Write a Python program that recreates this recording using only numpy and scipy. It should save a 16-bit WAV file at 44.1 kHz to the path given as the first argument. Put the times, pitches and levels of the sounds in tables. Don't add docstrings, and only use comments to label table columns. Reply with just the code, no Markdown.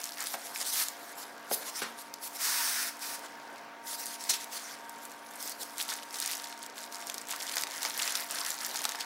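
import sys
import numpy as np
from scipy import signal
from scipy.fft import rfft, irfft, next_fast_len
from scipy.io import wavfile
from scipy.ndimage import uniform_filter1d, map_coordinates

SR = 44100
rng = np.random.default_rng(int(sys.argv[2]) if len(sys.argv) > 2 else 0)


def master(y):
    cut = np.clip(np.atleast_2d(y).T, -1, 1)
    pcm = np.round(cut * 32767)
    wavfile.write(sys.argv[1], SR, pcm.astype(np.int16))


def invert_db(x):
    u = np.asarray(x, float) / 20
    return 10 ** u


N = 399105


def unit(x):
    return x / np.sqrt(np.mean(x ** 2) + 1e-20)


def along(points, hz):
    f, v = np.transpose(points)
    return np.interp(np.log(hz + 1), np.log(f + 1), v)


def curves(rows):
    s, *cols = np.transpose(rows)
    return [np.interp(np.arange(N) / SR, s, c) for c in cols]


def wobble(rate_hz):
    knots = rng.standard_normal(int(N * rate_hz / SR) + 4)
    return map_coordinates(knots, [np.arange(N) * rate_hz / SR])


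def filtered(x, response):
    m = next_fast_len(N + SR // 2)
    return irfft(rfft(x, m) * response(np.fft.rfftfreq(m, 1 / SR)), m)[..., :N]


def coloured(x, spectrum):
    return unit(filtered(x, lambda hz: invert_db(along(spectrum, hz))))


def patchy(patchy_db):
    z = signal.stft(rng.standard_normal(N), nperseg=256)[2]
    field = rng.standard_normal(z.shape)
    field = uniform_filter1d(uniform_filter1d(field, 4, 0), 14, 1)
    return signal.istft(z * invert_db(patchy_db * unit(field)), nperseg=256)[1][:N]


def placed(s, rows):
    at = np.round(s * SR).astype(int)[:, None] + np.arange(rows.shape[1])
    return np.bincount(at.ravel(), rows.ravel(), N + SR)[:N]


def buckles(s, hz, t60, sharp, size=384):
    lead_s = 0.0004
    t = np.arange(size) / SR - lead_s
    decay_s = np.where(t < 0, 0.002, np.maximum(t60, 1e-3)[:, None])
    burst = rng.standard_normal((len(s), size)) * invert_db(-60 * np.abs(t) / decay_s)
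    burst[:, round(lead_s * SR)] = 3 * np.sign(burst[:, 0])
    f, c = np.fft.rfftfreq(2 * size, 1 / SR), hz[:, None]
    damping = 1j * f * c / sharp
    ring = damping / (c * c - f * f + damping)
    ring = ring / (1 + 1j * f / (3.4 * c))
    clicks = irfft(rfft(burst, 2 * size) * ring, 2 * size)[:, :size]
    return clicks / np.abs(clicks).max(1, keepdims=True)


def crackle(count=4500):
    draw = rng.random((count, 2))
    spread = rng.standard_normal((count, 2))
    size_db = np.minimum(-5.2 * np.log(1 - draw[:, 1]), 14)
    hz = np.clip(7000 * np.exp(0.64 * spread[:, 0]), 2800, 15000)
    t60 = 0.004 * np.exp(0.5 * spread[:, 1])
    rows = buckles(draw[:, 0] * N / SR, hz, t60, sharp=2.2, size=256)
    return unit(placed(draw[:, 0] * N / SR, rows * invert_db(size_db)[:, None]))


def strokes(rows, stop=1, halt=1):
    rise_db_per_s, fall_db_per_s, hold_gain_db_per_s = 553, 278, 0.5
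    tail_db = -8.5
    body_per_bright = -0.74
    s, hold, db, bright_db = np.transpose(rows)[..., None]
    t = np.arange(0, N, 32) / SR
    fall_db = -stop * fall_db_per_s * np.maximum(t - s - hold, 0)
    release_db = np.maximum(halt * fall_db, tail_db + fall_db / 2)
    swell_db = -rise_db_per_s * np.maximum(s - t, 0)
    held_db = hold_gain_db_per_s * np.clip(t - s, 0, hold)
    effort_db = db + held_db + swell_db + release_db
    powers = [(invert_db(effort_db + lean * bright_db) ** 2).sum(0) for lean in (0, body_per_bright, 1)]
    return np.array([np.interp(np.arange(N) / SR, t, p) for p in powers])


def film_gives():
    # t/s, level/dB, t60/s
    presses = [(4.29, -24, 0.15), (4.333, -34, 0.18)]
    swell_s, body_db, top_db = 0.0064, -6.5, -0.5
    t = np.arange(N) / SR
    level = 0
    for s, db, t60 in presses:
        fade_db = db - 60 * np.maximum(t - s - swell_s, 0) / t60
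        level = level + np.clip((t - s) / swell_s, 0, 1) * invert_db(fade_db)
    return level ** 2 * invert_db([[0], [body_db], [top_db]]) ** 2


def handling():
    # full effort t/s, hold/s, level/dB, brightness/dB
    rub_rows = [(0.262, 0.09, -45, 9), (0.453, 0.019, -44, 3), (0.39, 0.13, -51.5, 5),
                (0.552, 0.022, -44, 9), (0.606, 0.022, -36, 3), (0.665, 0.043, -37.5, 7),
                (0.729, 0.11, -35.5, 7.5), (0.835, 0.054, -47, 3), (0.99, 0.14, -54, 6.5),
                (1.182, 0.057, -47.5, 7), (1.532, 0.017, -35.5, 11.5), (1.621, 0.012, -47, -8),
                (1.668, 0.033, -39.5, 2), (1.762, 0.044, -40, 2), (1.824, 0.012, -39.5, -1),
                (1.99, 0.034, -49, 6.5), (2.236, 0.042, -43.5, 9), (2.351, 0.02, -44, 6),
                (3.241, 0.024, -48, -6), (3.878, 0.079, -41.5, 5), (3.995, 0.045, -42, 5.5),
                (4.062, 0.099, -45, 3), (4.208, 0.12, -45.5, 2), (4.402, 0.043, -45.5, 1),
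                (4.531, 0.048, -39, 3), (4.591, 0.16, -47.5, -2.5), (5.405, 0.12, -44, 5),
                (5.615, 0.019, -40.5, 6.5)]
    # full effort t/s, hold/s, level/dB, brightness/dB
    tug_rows = [(0.003, 0.08, -46, 0.5), (0.13, 0.055, -61, 13), (0.2, 0.023, -40.5, -5),
                (5.019, 0.044, -54, 4.5), (5.262, 0.15, -56, 4), (5.692, 0.22, -56.5, 2),
                (5.795, 0.0053, -38, 0), (5.897, 0.031, -38.5, -1), (6.03, 0.033, -62, 1),
                (6.137, 0.16, -43.5, -0.5), (6.297, 0.034, -38.5, 2), (6.372, 0.3, -54, -5.5),
                (6.772, 0.057, -48, -0.5), (6.927, 0.01, -46, 1), (6.997, 0.22, -51, -2),
                (7.298, 0.072, -46, 0.5), (7.4, 0.14, -44.5, -1), (7.572, 0.035, -39, -1.5),
                (7.699, 0.12, -45, -1), (7.825, 0.059, -38.5, -0.5), (7.927, 0.075, -40, 0),
                (8.023, 0.079, -37, -2), (8.153, 0.044, -39, 0), (8.301, 0.23, -40.5, -1),
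                (8.603, 0.18, -43.5, -1), (8.737, 0.17, -44, -0.5), (8.89, 0.14, -48.5, -6)]
    # t/s, level/dB
    faint_film_rows = [(0, -58), (2.1, -63.5), (3.4, -63.5), (3.6, -62.5), (3.7, -74), (3.86, -69),
                       (4.9, -58.5), (9.05, -89)]
    # crackle share 0-1, foam body/dB, top edge/dB
    rub_kind = (0.081, -8, -7)
    tug_kind = (0.62, -6, -3)
    # f/Hz, level/dB
    film_colour = [(1200, -81), (2000, -12.5), (3100, -11.5), (4200, -4), (5500, -2), (7500, -5.5),
                   (9000, -11), (10500, -15.5), (12000, -40)]
    # f/Hz, level/dB
    body_colour = [(150, -36), (600, -7.5), (900, 0), (1300, -0.5), (1620, 2), (2000, 1), (2500, -9),
                   (3600, -8.5), (5000, -48)]
    # f/Hz, level/dB
    top_colour = [(6000, -62), (7500, -25.5), (9000, -17.5), (11500, -13), (16000, -18.5)]

    rubs = strokes(rub_rows, halt=9.5) + film_gives()
    jerks = invert_db(1.2 * wobble(30))
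    tugs = strokes(tug_rows, stop=0.5, halt=1.6) * jerks ** 2
    tugs = tugs + invert_db(curves(faint_film_rows)[0]) ** 2
    kinds = [(rub_kind, rubs), (tug_kind, tugs)]
    total = sum(power[0] for kind, power in kinds)
    share = np.clip(sum(kind[0] * power[0] for kind, power in kinds) / total, 0, 1)
    body = np.sqrt(sum(invert_db(kind[1]) ** 2 * power[1] for kind, power in kinds))
    top = np.sqrt(sum(invert_db(kind[2]) ** 2 * power[2] for kind, power in kinds))

    clumps = unit(invert_db(1.5 * wobble(40)) * crackle())
    smooth = unit(patchy(patchy_db=3.0))
    stir = np.sqrt(1 - share) * smooth + np.sqrt(share) * clumps
    body_stir = smooth + 0.71 * np.sqrt(share) * clumps
    film_sound = np.sqrt(total) * coloured(stir, film_colour)
    body_sound = body * coloured(body_stir, body_colour)
    return film_sound + body_sound + top * coloured(stir, top_colour)


def snaps():
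    # start t/s, peak before rattle and hollow/dB, centre f/Hz
    snap_rows = [(0.0406, -19, 6800.0), (0.0555, -22, 8800.0), (0.1211, -26, 5700.0), (0.2053, -20, 7000.0),
                 (0.2251, -19.5, 7900.0), (0.24, -17, 8500.0), (0.2701, -19, 7400.0), (0.3389, -21, 6800.0),
                 (0.5597, -20, 2800.0), (0.5765, -22, 7000.0), (0.5865, -22, 7000.0), (0.6135, -20, 5600.0),
                 (0.8846, -17, 7400.0), (2.1395, -21, 5900.0), (2.9695, -32, 7500.0), (2.993, -30, 6000.0),
                 (3.193, -32, 8000.0), (4.058, -20, 7100.0), (4.0665, -22, 6500.0), (4.142, -25, 7000.0),
                 (4.2393, -22, 7400.0), (4.3052, -12, 5000.0), (4.4433, -25, 6900.0), (4.8949, -24, 8500.0),
                 (5.0525, -27, 8900.0), (5.1169, -29, 8300.0), (5.4266, -21, 8200.0), (5.4763, -19, 7900.0),
                 (5.4954, -20, 9000.0), (5.5189, -25, 8200.0), (5.7818, -18, 9500.0), (5.8259, -20, 9200.0),
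                 (6.108, -27, 6200.0), (6.1425, -22, 5600.0), (6.1571, -21, 6100.0), (6.1869, -23, 4900.0),
                 (6.201, -16, 8700.0), (6.2244, -20, 6800.0), (6.26, -16, 7900.0), (6.2764, -18, 6400.0),
                 (6.4417, -20, 4300.0), (6.4708, -30, 3800.0), (6.5256, -28, 3000.0), (6.577, -30, 5400.0),
                 (6.591, -31, 9000.0), (6.6287, -27, 7100.0), (6.663, -27, 6700.0), (6.699, -30, 5500.0),
                 (7.0698, -21, 6500.0), (7.0983, -19, 4500.0), (7.1428, -21, 6400.0), (7.1807, -20, 5700.0),
                 (7.2713, -29, 6300.0), (7.2861, -26, 7300.0), (7.3089, -21, 6700.0), (7.3239, -21, 5800.0),
                 (7.3618, -22, 7100.0), (7.4675, -21, 5600.0), (7.5403, -23, 4700.0), (7.5573, -14, 7900.0),
                 (7.5686, -15, 5000.0), (7.5802, -20, 6500.0), (7.5826, -16, 5000.0), (7.5965, -22, 8000.0),
                 (7.6212, -18, 5300.0), (7.636, -15, 4200.0), (7.6696, -23, 3300.0), (7.761, -23, 6700.0),
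                 (7.8222, -23, 5500.0), (7.8307, -17, 6800.0), (7.8505, -18, 4500.0), (7.9924, -21, 7200.0),
                 (8.0223, -14, 5200.0), (8.0304, -22, 5300.0), (8.1226, -17.5, 6400.0),
                 (8.1537, -11, 5000.0), (8.1575, -21, 4600.0), (8.3096, -17, 6800.0), (8.3875, -21, 4800.0),
                 (8.4638, -18, 6600.0), (8.5046, -15, 7800.0), (8.5176, -21, 5200.0), (8.5881, -25, 5400.0),
                 (8.648, -18, 5400.0), (8.6639, -18, 8900.0), (8.691, -21, 8900.0), (8.7128, -24, 5300.0),
                 (8.7583, -20, 5200.0), (8.8179, -20, 7000.0), (8.8524, -10.5, 5000.0),
                 (8.8917, -16, 5400.0), (8.9114, -24, 5300.0), (8.9559, -24, 5000.0), (9.0062, -22, 4500.0),
                 (9.008, -17, 4300.0)]
    rattle_db, rattle_t60_s = -15.5, 0.033
    hollow_depth, hollow_hz, hollow_width_hz = 0.79, 2900, 320
    s, db, hz = np.transpose(snap_rows)
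    rows = buckles(s, hz, 32 / hz, sharp=1.36, size=1024)
    grain_db = 5 * np.sqrt(24) * uniform_filter1d(rng.standard_normal(rows.shape), 24, 1)
    rattle = buckles(s, hz, rattle_t60_s + 0 * s, sharp=1.2, size=1024) * invert_db(grain_db)
    rows = rows + invert_db(rattle_db) * rattle
    clicks = placed(s, rows * invert_db(db)[:, None])
    return filtered(clicks, lambda f: 1 - hollow_depth * np.exp(-((f - hollow_hz) / hollow_width_hz) ** 2))


def blows():
    # t/s, blow strength/dB, hardness/dB, t60/s, struck spot f/Hz
    blow_rows = [(0.341, -24, 1.5, 0.036, 750), (0.35, -28, -16, 0.34, 726),
                 (1.512, -16.5, -12, 0.065, 610), (1.526, -23, -16, 0.25, 525),
                 (1.8186, -24.5, -1.5, 0.26, 430), (5.92, -38.5, 9, 0.085, 800),
                 (7.335, -41.5, 13.5, 0.072, 800), (7.568, -34, 11.5, 0.038, 800),
                 (7.851, -35.5, 10, 0.096, 800), (8.75, -30, -2, 0.041, 850), (8.853, -30, 7, 0.029, 800),
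                 (8.948, -40, 13.5, 0.053, 800)]
    # f/Hz, width/Hz, gain before spot or hardness/dB
    modes = [(234, 68, 13), (420, 85, 0), (539, 24, 3), (696, 140, -4.5), (856, 68, -3), (1470, 1470, 3.5),
             (2220, 6100, -18.5)]
    push_s, spot_db_per_octave = 0.0007, 16.5
    s, db, hard_db, t60, spot_hz = np.transpose(blow_rows)[..., None]
    t = np.arange(SR // 4) / SR
    f = np.fft.rfftfreq(len(t), 1 / SR)
    rattle = rng.standard_normal((len(s), len(t)))
    push = np.sin(2 * np.pi * np.minimum(t / push_s, 1))
    fade = invert_db(db - 60 * t / t60)

    def mode(k, c, w, gain_db):
        return (-1) ** k * invert_db(gain_db) * 1j * f * w / (c * c - f * f + 1j * f * w)

    low = high = 0
    for k, (c, w, gain_db) in enumerate(modes[:-2]):
        low = low + mode(k, c, w, gain_db - spot_db_per_octave * np.abs(np.log2(c / spot_hz)))
    for k, (c, w, gain_db) in enumerate(modes[-2:]):
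        high = high + mode(k, c, w, gain_db + hard_db)
    low_drive = rfft((rattle + 6 * push) * fade)
    high_drive = rfft((rattle + 0.64 * push) * fade)
    return placed(s[:, 0], irfft(low_drive * low + high_drive * high, len(t)))


def slide():
    # full effort t/s, hold/s, level/dB
    slide_rows = [(0.768, 0.043, -36), (0.799, 0.025, -33.5), (2.411, 0.04, -32), (2.45, 0.25, -30.5),
                  (2.718, 0.11, -32.5), (2.83, 0.058, -36), (3.023, 0.13, -38.5)]
    # f/Hz, level/dB
    hiss_colour = [(150, -60), (450, -28), (850, -11), (1630, -1), (2950, -10), (5400, -1), (7200, -7),
                   (8800, -4), (15700, -9)]
    power = strokes([(s, hold, db, 0) for s, hold, db in slide_rows], halt=1.9)[0]
    return np.sqrt(power) * coloured(patchy(patchy_db=1.0), hiss_colour)


def scrape():
    # t/s, f/Hz, peak level/dB
    song = [(2.42, 998, -82), (2.48, 966, -53), (2.6, 933, -39), (2.8, 850, -82)]
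    hz, db = curves(song)
    phase = 2 * np.pi * np.cumsum(hz * (1 + 0.0203 * wobble(60))) / SR
    return invert_db(db + 0.81 * wobble(45)) * np.sin(phase)


def room(x):
    # f/Hz, t60/s
    decay = [(300, 1), (2000, 0.57), (10000, 0.054)]
    hz, t, z = signal.stft(rng.standard_normal(SR // 2), SR, nperseg=256)
    fade = invert_db(-60 * t / along(decay, hz)[:, None])
    tail = signal.istft(z * fade, SR, nperseg=256)[1]
    delayed = np.pad(x, (60, 0))
    return signal.fftconvolve(delayed, tail / np.linalg.norm(tail))[:N]


def motor():
    # multiple of the speed, rms level/dB
    orders = [(1, -67), (3, -60), (4, -55), (5, -64), (7, -66.5)]
    # t/s, gain/dB
    lid_shade = [(1.5, -4), (2.8, 0)]
    # f/Hz, rms level/dB
    second_tone = (286.9, -63)
    motor_hz = 231.85
    turns = 2 * np.pi * np.cumsum(motor_hz * (1 + 0.0008 * wobble(3))) / SR
    tones = 0
    for k, db in orders:
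        level_db = db + 2 * wobble(6) + (k == 4) * curves(lid_shade)[0]
        tones = tones + invert_db(level_db) * np.sin(k * turns + 6 * rng.random())
    hz, db = second_tone
    phase = 2 * np.pi * np.cumsum(hz * (1 + 0.0029 * wobble(7.5))) / SR
    tones = tones + invert_db(db + 0.51 * wobble(2.84)) * np.sin(phase)
    return np.sqrt(2) * tones


def room_air():
    # f/Hz, level/dB
    air_colour = [(40, -39), (115, -17.5), (200, -11), (350, -6.5), (520, -3), (800, -0.5), (1080, -2),
                  (1250, -4.5), (1550, -1.5), (1800, -6), (2200, -8), (2700, -13), (6000, -21), (9000, -32),
                  (16000, -30)]
    level_db = -50 + 1.0 * wobble(2.566)
    return invert_db(level_db) * coloured(patchy(patchy_db=1.47), air_colour)


def ports(mid):
    # f/Hz, side relative to mid/dB
    apart = [(30, -28), (250, -36), (700, -19), (1500, -30), (10000, -23), (12500, -13.5), (15000, -8.5)]
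    z = signal.stft(mid, nperseg=256)[2]
    turned = z * np.exp(2j * np.pi * rng.random(z.shape))
    scattered = signal.istft(turned, nperseg=256)[1][:N]
    side = filtered(scattered, lambda hz: invert_db(along(apart, hz)))
    return np.array([mid + side, mid - side])


def scene():
    near = handling() + slide() + snaps() + blows() + scrape()
    return ports(near + invert_db(-14) * room(near) + motor() + room_air())


def top_cut(x):
    return signal.sosfilt(signal.butter(12, 16970, fs=SR, output="sos"), x)


def record(dry):
    top_hz, bass_cut_hz = 15760, 90
    mix = filtered(dry, lambda hz: (hz < top_hz) * 1j * hz / (bass_cut_hz + 1j * hz))
    return top_cut(mix)


dry = scene()
out = record(dry)
master(out)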